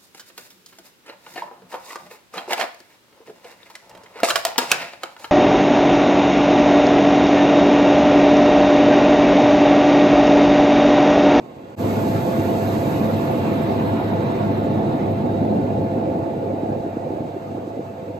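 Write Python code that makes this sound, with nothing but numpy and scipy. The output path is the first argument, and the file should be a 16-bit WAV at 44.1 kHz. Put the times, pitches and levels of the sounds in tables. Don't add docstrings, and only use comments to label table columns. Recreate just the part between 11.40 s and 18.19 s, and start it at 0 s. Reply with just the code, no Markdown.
import sys
import numpy as np
from scipy import signal
from scipy.fft import rfft, irfft, next_fast_len
from scipy.io import wavfile
from scipy.ndimage import uniform_filter1d

SR = 44100
rng = np.random.default_rng(int(sys.argv[2]) if len(sys.argv) > 2 else 0)


def dump_mix(stems):
    frames = np.atleast_2d(stems).T
    limited = np.clip(frames, -1, 1)
    pcm = np.round(limited * 32767).astype(np.int16)
    wavfile.write(sys.argv[1], SR, pcm)


N = 299439
TIME = np.arange(N) / SR
FFT_SIZE = next_fast_len(N, True)
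HZ = np.maximum(np.fft.rfftfreq(FFT_SIZE, 1 / SR), 1)

# frequency_hz, likeness (0-1), left_lead_rad, balance_db (L-R)
CABIN_FIELD = [(60, 0.97, -0.1, 0.5), (300, 0.93, -0.4, -0.7), (520, 0.78, -0.6, -2.9),
               (700, 0.35, -2.2, -1.4), (820, 0.21, -3.2, -0.8), (1100, 0.13, -5.2, -4.7),
               (1500, 0.65, -3.2, -3.6), (2100, 0.29, -0.4, -3.7), (2700, 0.32, 1.1, -3.2),
               (3300, 0.32, 2.8, -0.5), (3750, 0.33, 0.4, -0.6), (4800, 0.39, 0.8, 1.4),
               (5700, 0.2, -1.9, -3.8), (6700, 0.71, -0.1, -1.8), (8400, 0.51, -1.2, 0.0),
               (11500, 0.8, 1.9, -0.0), (13000, 0.9, 0.1, -0.1)]
ENVELOPES = {"hiss": (-68.8, -50.9, .014, 1.45, 9.8, 1.53), "turbine": (-74, -52.3, .014, 1.55, 11.3, 1.84),
             "whine": (-81, -50.2, .014, 1.6, 11.5, 1.8), "draught": (-62, -48, .015, 2.25, 6.1, 2.8),
             "slipstream": (-53.8, -38.1, .017, 2.8, 5.6, 4), "whistle": (-74, -55.2, .017, 3.15, 9, 1.95),
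             "howl": (-49.2, -33.4, .02, 4.9, 6.3, 9), "gears": (-56, -33, .025, 4.55, 5.1, 9),
             "moan": (-45.8, -31, .021, 5.1, 5, 9), "boom": (-44.4, -26.8, .018, 4.65, 6.9, 9),
             "roar": (-42.4, -24.1, .018, 4.15, 6.6, 8), "drone": (-61, -29.3, .023, 4, 7.4, 6)}

# frequency_hz, relative_db
LOWER_HISS_SPECTRUM = [(3600, -21), (4400, 4.5), (5000, 2), (5600, -1.5), (6100, 3), (7000, 0.5),
                       (8200, 0.9), (9000, -7), (10000, -44)]
UPPER_HISS_SPECTRUM = [(10500, -53), (11200, 3), (11800, 3), (12600, 2.5), (13300, 1), (14000, 0),
                       (15000, -5), (16500, -35.5)]
SLIPSTREAM_SPECTRUM = [(820, -12), (920, 5.5), (1020, -1.5), (1200, -3.8), (1500, -6.4), (1800, -10.5),
                       (2100, -10.5), (2650, -19), (3100, -19), (4400, -28.5), (5200, -28.5), (6200, -49.5)]
ROAR_SPECTRUM = [(20, -50), (38, -49), (52, -22.5), (70, -15.8), (88, -7.6), (135, -1), (170, -3.8),
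                 (222, -.3), (260, -1.6), (320, -9), (420, -34)]
# pitch_hz, half_width_hz, relative_db
PANEL_MODES = [(1080, 24, 0), (1427, 33, -4), (1610, 45, -5.5), (1740, 29, -8.5)]
DRAUGHT_MODES = [(2430, 210, 0), (2720, 200, 0.5), (3330, 360, -5.5), (3820, 380, -7.5), (4370, 200, -8.5)]
WHISTLE_MODES = [(3760, 190, 1), (4000, 130, -2), (4180, 150, -6)]
# pitch_hz, half_width_hz, relative_db
BOOM_MODES = [(308.4, 48, -1), (338.6, 44, -1.5), (393, 31, -4), (438, 39, -6)]
MOAN_MODES = [(475, 38, -7.5), (517, 46, -1.3), (556, 24, -8.5), (605, 40, -9.5)]
HOWL_MODES = [(625, 42, -3.5), (692.6, 24, 0.5), (738, 24, 0), (785, 30, -10), (833, 39, -4),
              (872, 40, -9.5)]

# centre_s, swell_db, half_length_s
RUSHES = [(3.59, 2.5, .06), (4.65, 1.5, .04)]
GUSTS = [(1.12, 1.2, .06), (1.26, -1.5, .06), (1.97, 1, .06), (2.6, -1.2, .12), (3.79, -3, .03),
         (4.14, 1.7, .06), (4.29, -1.7, .05), (4.4, 1.5, .035), (4.5, -3.5, .05), (4.8, -1.3, .14),
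         (5.0, -1.8, .07), (5.18, -2, .04), (5.3, 2.2, .08), (5.412, -4, .018), (5.525, -4, .035),
         (5.76, 2.5, .08), (5.925, -3, .025), (6.05, -4, .05), (6.16, 2, .035), (6.39, 3.5, .025),
         (6.53, -2, .06)]
# centre_s, level_db, half_length_s
THROBS = [(1.03, -30, .1), (1.68, -27, .13), (2.07, -29, .07), (3.42, -26.5, .17), (4.1, -23.5, .12)]
# centre_s, level_db, pitch_hz, half_length_s
BUFFETS = [(1.056, -13, 300, .003), (1.082, -15, 260, .002), (1.598, -13, 300, .002),
           (1.607, -15, 170, .006), (1.614, -14, 280, .002), (3.360, -14, 290, .003),
           (3.915, -15, 240, .003), (4.030, -14, 290, .002), (4.167, -12, 210, .007),
           (4.379, -14.5, 286, .002), (4.396, -12, 275, .003), (4.583, -11.5, 235, .0035),
           (4.757, -19, 170, .006), (4.882, -16, 350, .002), (4.968, -18.5, 220, .006),
           (5.040, -19, 400, .0015), (5.066, -17, 320, .002), (5.078, -16, 300, .002),
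           (5.138, -17, 340, .002), (5.235, -13, 300, .0025), (5.303, -13, 326, .0013),
           (5.333, -17, 415, .0017), (5.364, -14.5, 275, .0035), (5.404, -21, 170, .004),
           (5.45, -21, 300, .006), (5.467, -15, 325, .0024), (5.571, -12, 300, .002),
           (5.707, -18, 350, .002), (5.738, -18, 340, .004), (5.808, -20, 220, .003),
           (5.823, -17.5, 415, .0016), (5.893, -20, 320, .0016), (5.968, -18, 350, .0045),
           (6.120, -24, 275, .004), (6.150, -19.5, 280, .004), (6.184, -19.5, 330, .0026),
           (6.279, -21, 320, .005), (6.377, -20, 445, .0015), (6.395, -16.5, 325, .003),
           (6.402, -24, 500, .005), (6.633, -24, 410, .0017)]

# pitch_hz, relative_db
WHINE_TONES = [(11377, -15), (11478, -16), (11586, -20.5), (11683, -23), (12702, -21), (13721, -17),
               (13820, -17)]
# time_s, share_of_usual_speed
ENGINE_SPEED = [(.4, 1), (1.1, .9987), (2.5, .9992), (3.6, 1.0012), (6.7, 1.0004)]
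# pitch_hz, relative_db, left_lead_rad, balance_db, flutter_db, sink_db_per_s
GEAR_TONES = [(374, -10.5, -.4, -2, 2.5, 0), (521, -8.5, -.6, -3, 3.2, 0), (670, 0, .19, -4.4, .8, 0),
              (874.3, -8.6, 0, -3.7, 2, .9)]
# multiple_of_shaft_rate, relative_db
PROPELLER_ORDERS = [(4, -1), (5, -13.5), (6, -8), (7, -25), (8, -10), (9, -15.5), (11, -13.5)]


def from_db(db):
    return 10 ** (np.asarray(db) / 20)


def unit_mid(pair):
    return pair / np.std(pair.mean(0))


def at_hz(rows, hz):
    points, *columns = np.transpose(rows)
    return [np.interp(np.log(hz), np.log(points), column) for column in columns]


def bump(centre_s, half_s):
    return np.exp(-np.minimum(((TIME - centre_s) / half_s) ** 2, 30))


def swells_db(rows):
    return sum(db * bump(centre_s, half_s) for centre_s, db, half_s in rows)


def drift(rate_hz):
    slow = irfft(rfft(rng.standard_normal(FFT_SIZE)) / (1 + (HZ / rate_hz) ** 4), FFT_SIZE)[:N]
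    return slow / np.std(slow)


def faded_db(layer):
    *_, hold_until_s, db_per_s, settle_s = ENVELOPES[layer]
    fading_s = np.maximum(TIME - hold_until_s, 0)
    return db_per_s * settle_s * (1 - np.exp(-fading_s / settle_s))


def level(layer, break_s=.353, return_s=.361, depth_db=34):
    quiet_db, full_db, swell_s, *_ = ENVELOPES[layer]
    dip_db = depth_db * np.exp(-np.maximum(TIME - return_s, 0) / swell_s)
    course_db = np.where(TIME < break_s, quiet_db, full_db - dip_db - faded_db(layer))
    return from_db(uniform_filter1d(course_db, 128))


def outline(spectrum):
    return from_db(at_hz(spectrum, HZ)[0]) * (HZ > spectrum[0][0]) * (HZ < spectrum[-1][0])


def resonances(modes):
    return np.sqrt(sum(from_db(db) ** 2 / (1 + ((HZ - hz) / width) ** 2) ** 2 for hz, width, db in modes))


def turbulence(colour):
    likeness, lead, balance_db = at_hz(CABIN_FIELD, HZ)
    likeness = np.clip(likeness, 0, .995)
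    left, unrelated = rfft(rng.standard_normal((2, FFT_SIZE)))
    right = likeness * np.exp(-1j * lead) * left + np.sqrt(1 - likeness ** 2) * unrelated
    pair = np.array([left * from_db(balance_db / 2), right * from_db(-balance_db / 2)])
    return unit_mid(irfft(pair * colour, FFT_SIZE)[:, :N])


def swirl(sound, spread_db, skew=0, size=1024):
    _, frame_s, patches = signal.stft(sound, SR, nperseg=size)
    chance = rng.standard_normal(patches.shape[1:])
    chance = uniform_filter1d(chance, size=3, axis=0)
    chance = uniform_filter1d(chance, size=5, axis=1)
    chance = np.clip(chance / chance.std(), -3, 3)
    frame_spread_db = np.interp(frame_s, TIME, spread_db * np.ones(N))
    gain = from_db(frame_spread_db * (chance + skew * chance ** 2))
    mean_power = uniform_filter1d(np.mean(gain ** 2, axis=0), size=15)
    gain = gain / np.sqrt(mean_power)
    return signal.istft(patches * gain, SR, nperseg=size)[1][:, :N]


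def wandering_clock(wander, rate_hz, speed=1):
    return np.cumsum(speed + wander * drift(rate_hz)) / SR


def tone(hz, clock, lead_rad, balance_db, flutter_db, flutter_hz):
    sides = np.array([[.5], [-.5]])
    phase = 2 * np.pi * (hz * clock + rng.random()) + lead_rad * sides
    gain = from_db(balance_db * sides + flutter_db * drift(flutter_hz))
    return unit_mid(np.sin(phase) * gain)


def upper_hiss():
    return level("turbine") * turbulence(outline(UPPER_HISS_SPECTRUM)) * from_db(.98 * drift(24))


def turbine_whine():
    clock = wandering_clock(wander=.0005, rate_hz=12)
    whine = 0
    for hz, db in WHINE_TONES:
        _, lead_rad, balance_db = at_hz(CABIN_FIELD, hz)
        whine += from_db(db) * tone(hz, clock, lead_rad, balance_db, flutter_db=1.5, flutter_hz=16)
    return whine


def treble():
    lower_hiss = level("hiss") * from_db(.9 * drift(20)) * turbulence(outline(LOWER_HISS_SPECTRUM))
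    highs = lower_hiss + upper_hiss() + level("whine") * turbine_whine()
    flicker_db = 3.4 * bump(centre_s=2.65, half_s=1.0)
    return swirl(highs, flicker_db, skew=.09, size=512)


def high_air():
    panels = np.hypot(outline(SLIPSTREAM_SPECTRUM), resonances(PANEL_MODES))
    rush_db = .54 * drift(15) + swells_db(RUSHES)
    slipstream = level("slipstream") * from_db(rush_db) * turbulence(panels)
    draught = level("draught") * turbulence(resonances(DRAUGHT_MODES))
    whistle = level("whistle") * turbulence(resonances(WHISTLE_MODES))
    return swirl(slipstream + draught + whistle, spread_db=2.1)


def throbs(pitch_hz=216):
    clock = wandering_clock(wander=.02, rate_hz=9)
    swell = sum(from_db(db) * bump(centre_s, half_s) for centre_s, db, half_s in THROBS)
    return swell * tone(pitch_hz, clock, lead_rad=-.35, balance_db=-.4, flutter_db=2, flutter_hz=14)


def buffets():
    pressure = np.zeros(N)
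    for centre_s, db, hz, half_s in BUFFETS:
        swing = np.sin(2 * np.pi * (hz * (TIME - centre_s) + rng.random()))
        pressure += from_db(db) * bump(centre_s, half_s) * swing
    return pressure * from_db([[-1.2], [1.2]])


def lumps(spread_db):
    return from_db(spread_db * drift(26) - spread_db ** 2 * np.log(10) / 20)


def low_air():
    roar = level("roar") * turbulence(outline(ROAR_SPECTRUM))
    boom = level("boom") * turbulence(resonances(BOOM_MODES))
    howl = level("howl") * from_db(1.2 * drift(19)) * turbulence(resonances(HOWL_MODES))
    moan = level("moan") * turbulence(resonances(MOAN_MODES))
    lump_db = .7 + .09 * faded_db("roar")
    rumble = (roar + boom + moan) * lumps(lump_db)
    gust_db = swells_db(GUSTS)
    return rumble * from_db(gust_db) + howl * from_db(.5 * gust_db)


def gears():
    clock = wandering_clock(wander=.0002, rate_hz=2.8, speed=np.interp(TIME, *np.transpose(ENGINE_SPEED)))
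    singing_db = 2.4 * bump(centre_s=1.02, half_s=.33)
    gearbox = 0
    for hz, db, lead_rad, balance_db, flutter_db, sink_db_per_s in GEAR_TONES:
        gain = from_db(db + singing_db - sink_db_per_s * TIME)
        gearbox += gain * tone(hz, clock, lead_rad, balance_db, flutter_db, flutter_hz=8)
    return gearbox


def propeller(shaft_hz=25.53):
    clock = wandering_clock(wander=.0045, rate_hz=5)
    drone = 0
    for order, db in PROPELLER_ORDERS:
        partial = tone(order * shaft_hz, clock, lead_rad=-.31, balance_db=.6, flutter_db=3, flutter_hz=7)
        drone += from_db(db) * partial
    return drone


def scene():
    engine = level("drone") * propeller() + level("gears") * gears()
    return engine + low_air() + throbs() + buffets() + high_air() + treble()


def record(dry, cutoff_hz=15600, fade_s=.003):
    ending = np.clip((TIME[-1] - TIME) / fade_s, 0, 1)
    lowpass = signal.ellip(10, .2, 90, cutoff_hz, fs=SR, output="sos")
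    return signal.sosfilt(lowpass, dry * ending)


dry = scene()
out = record(dry)
dump_mix(out)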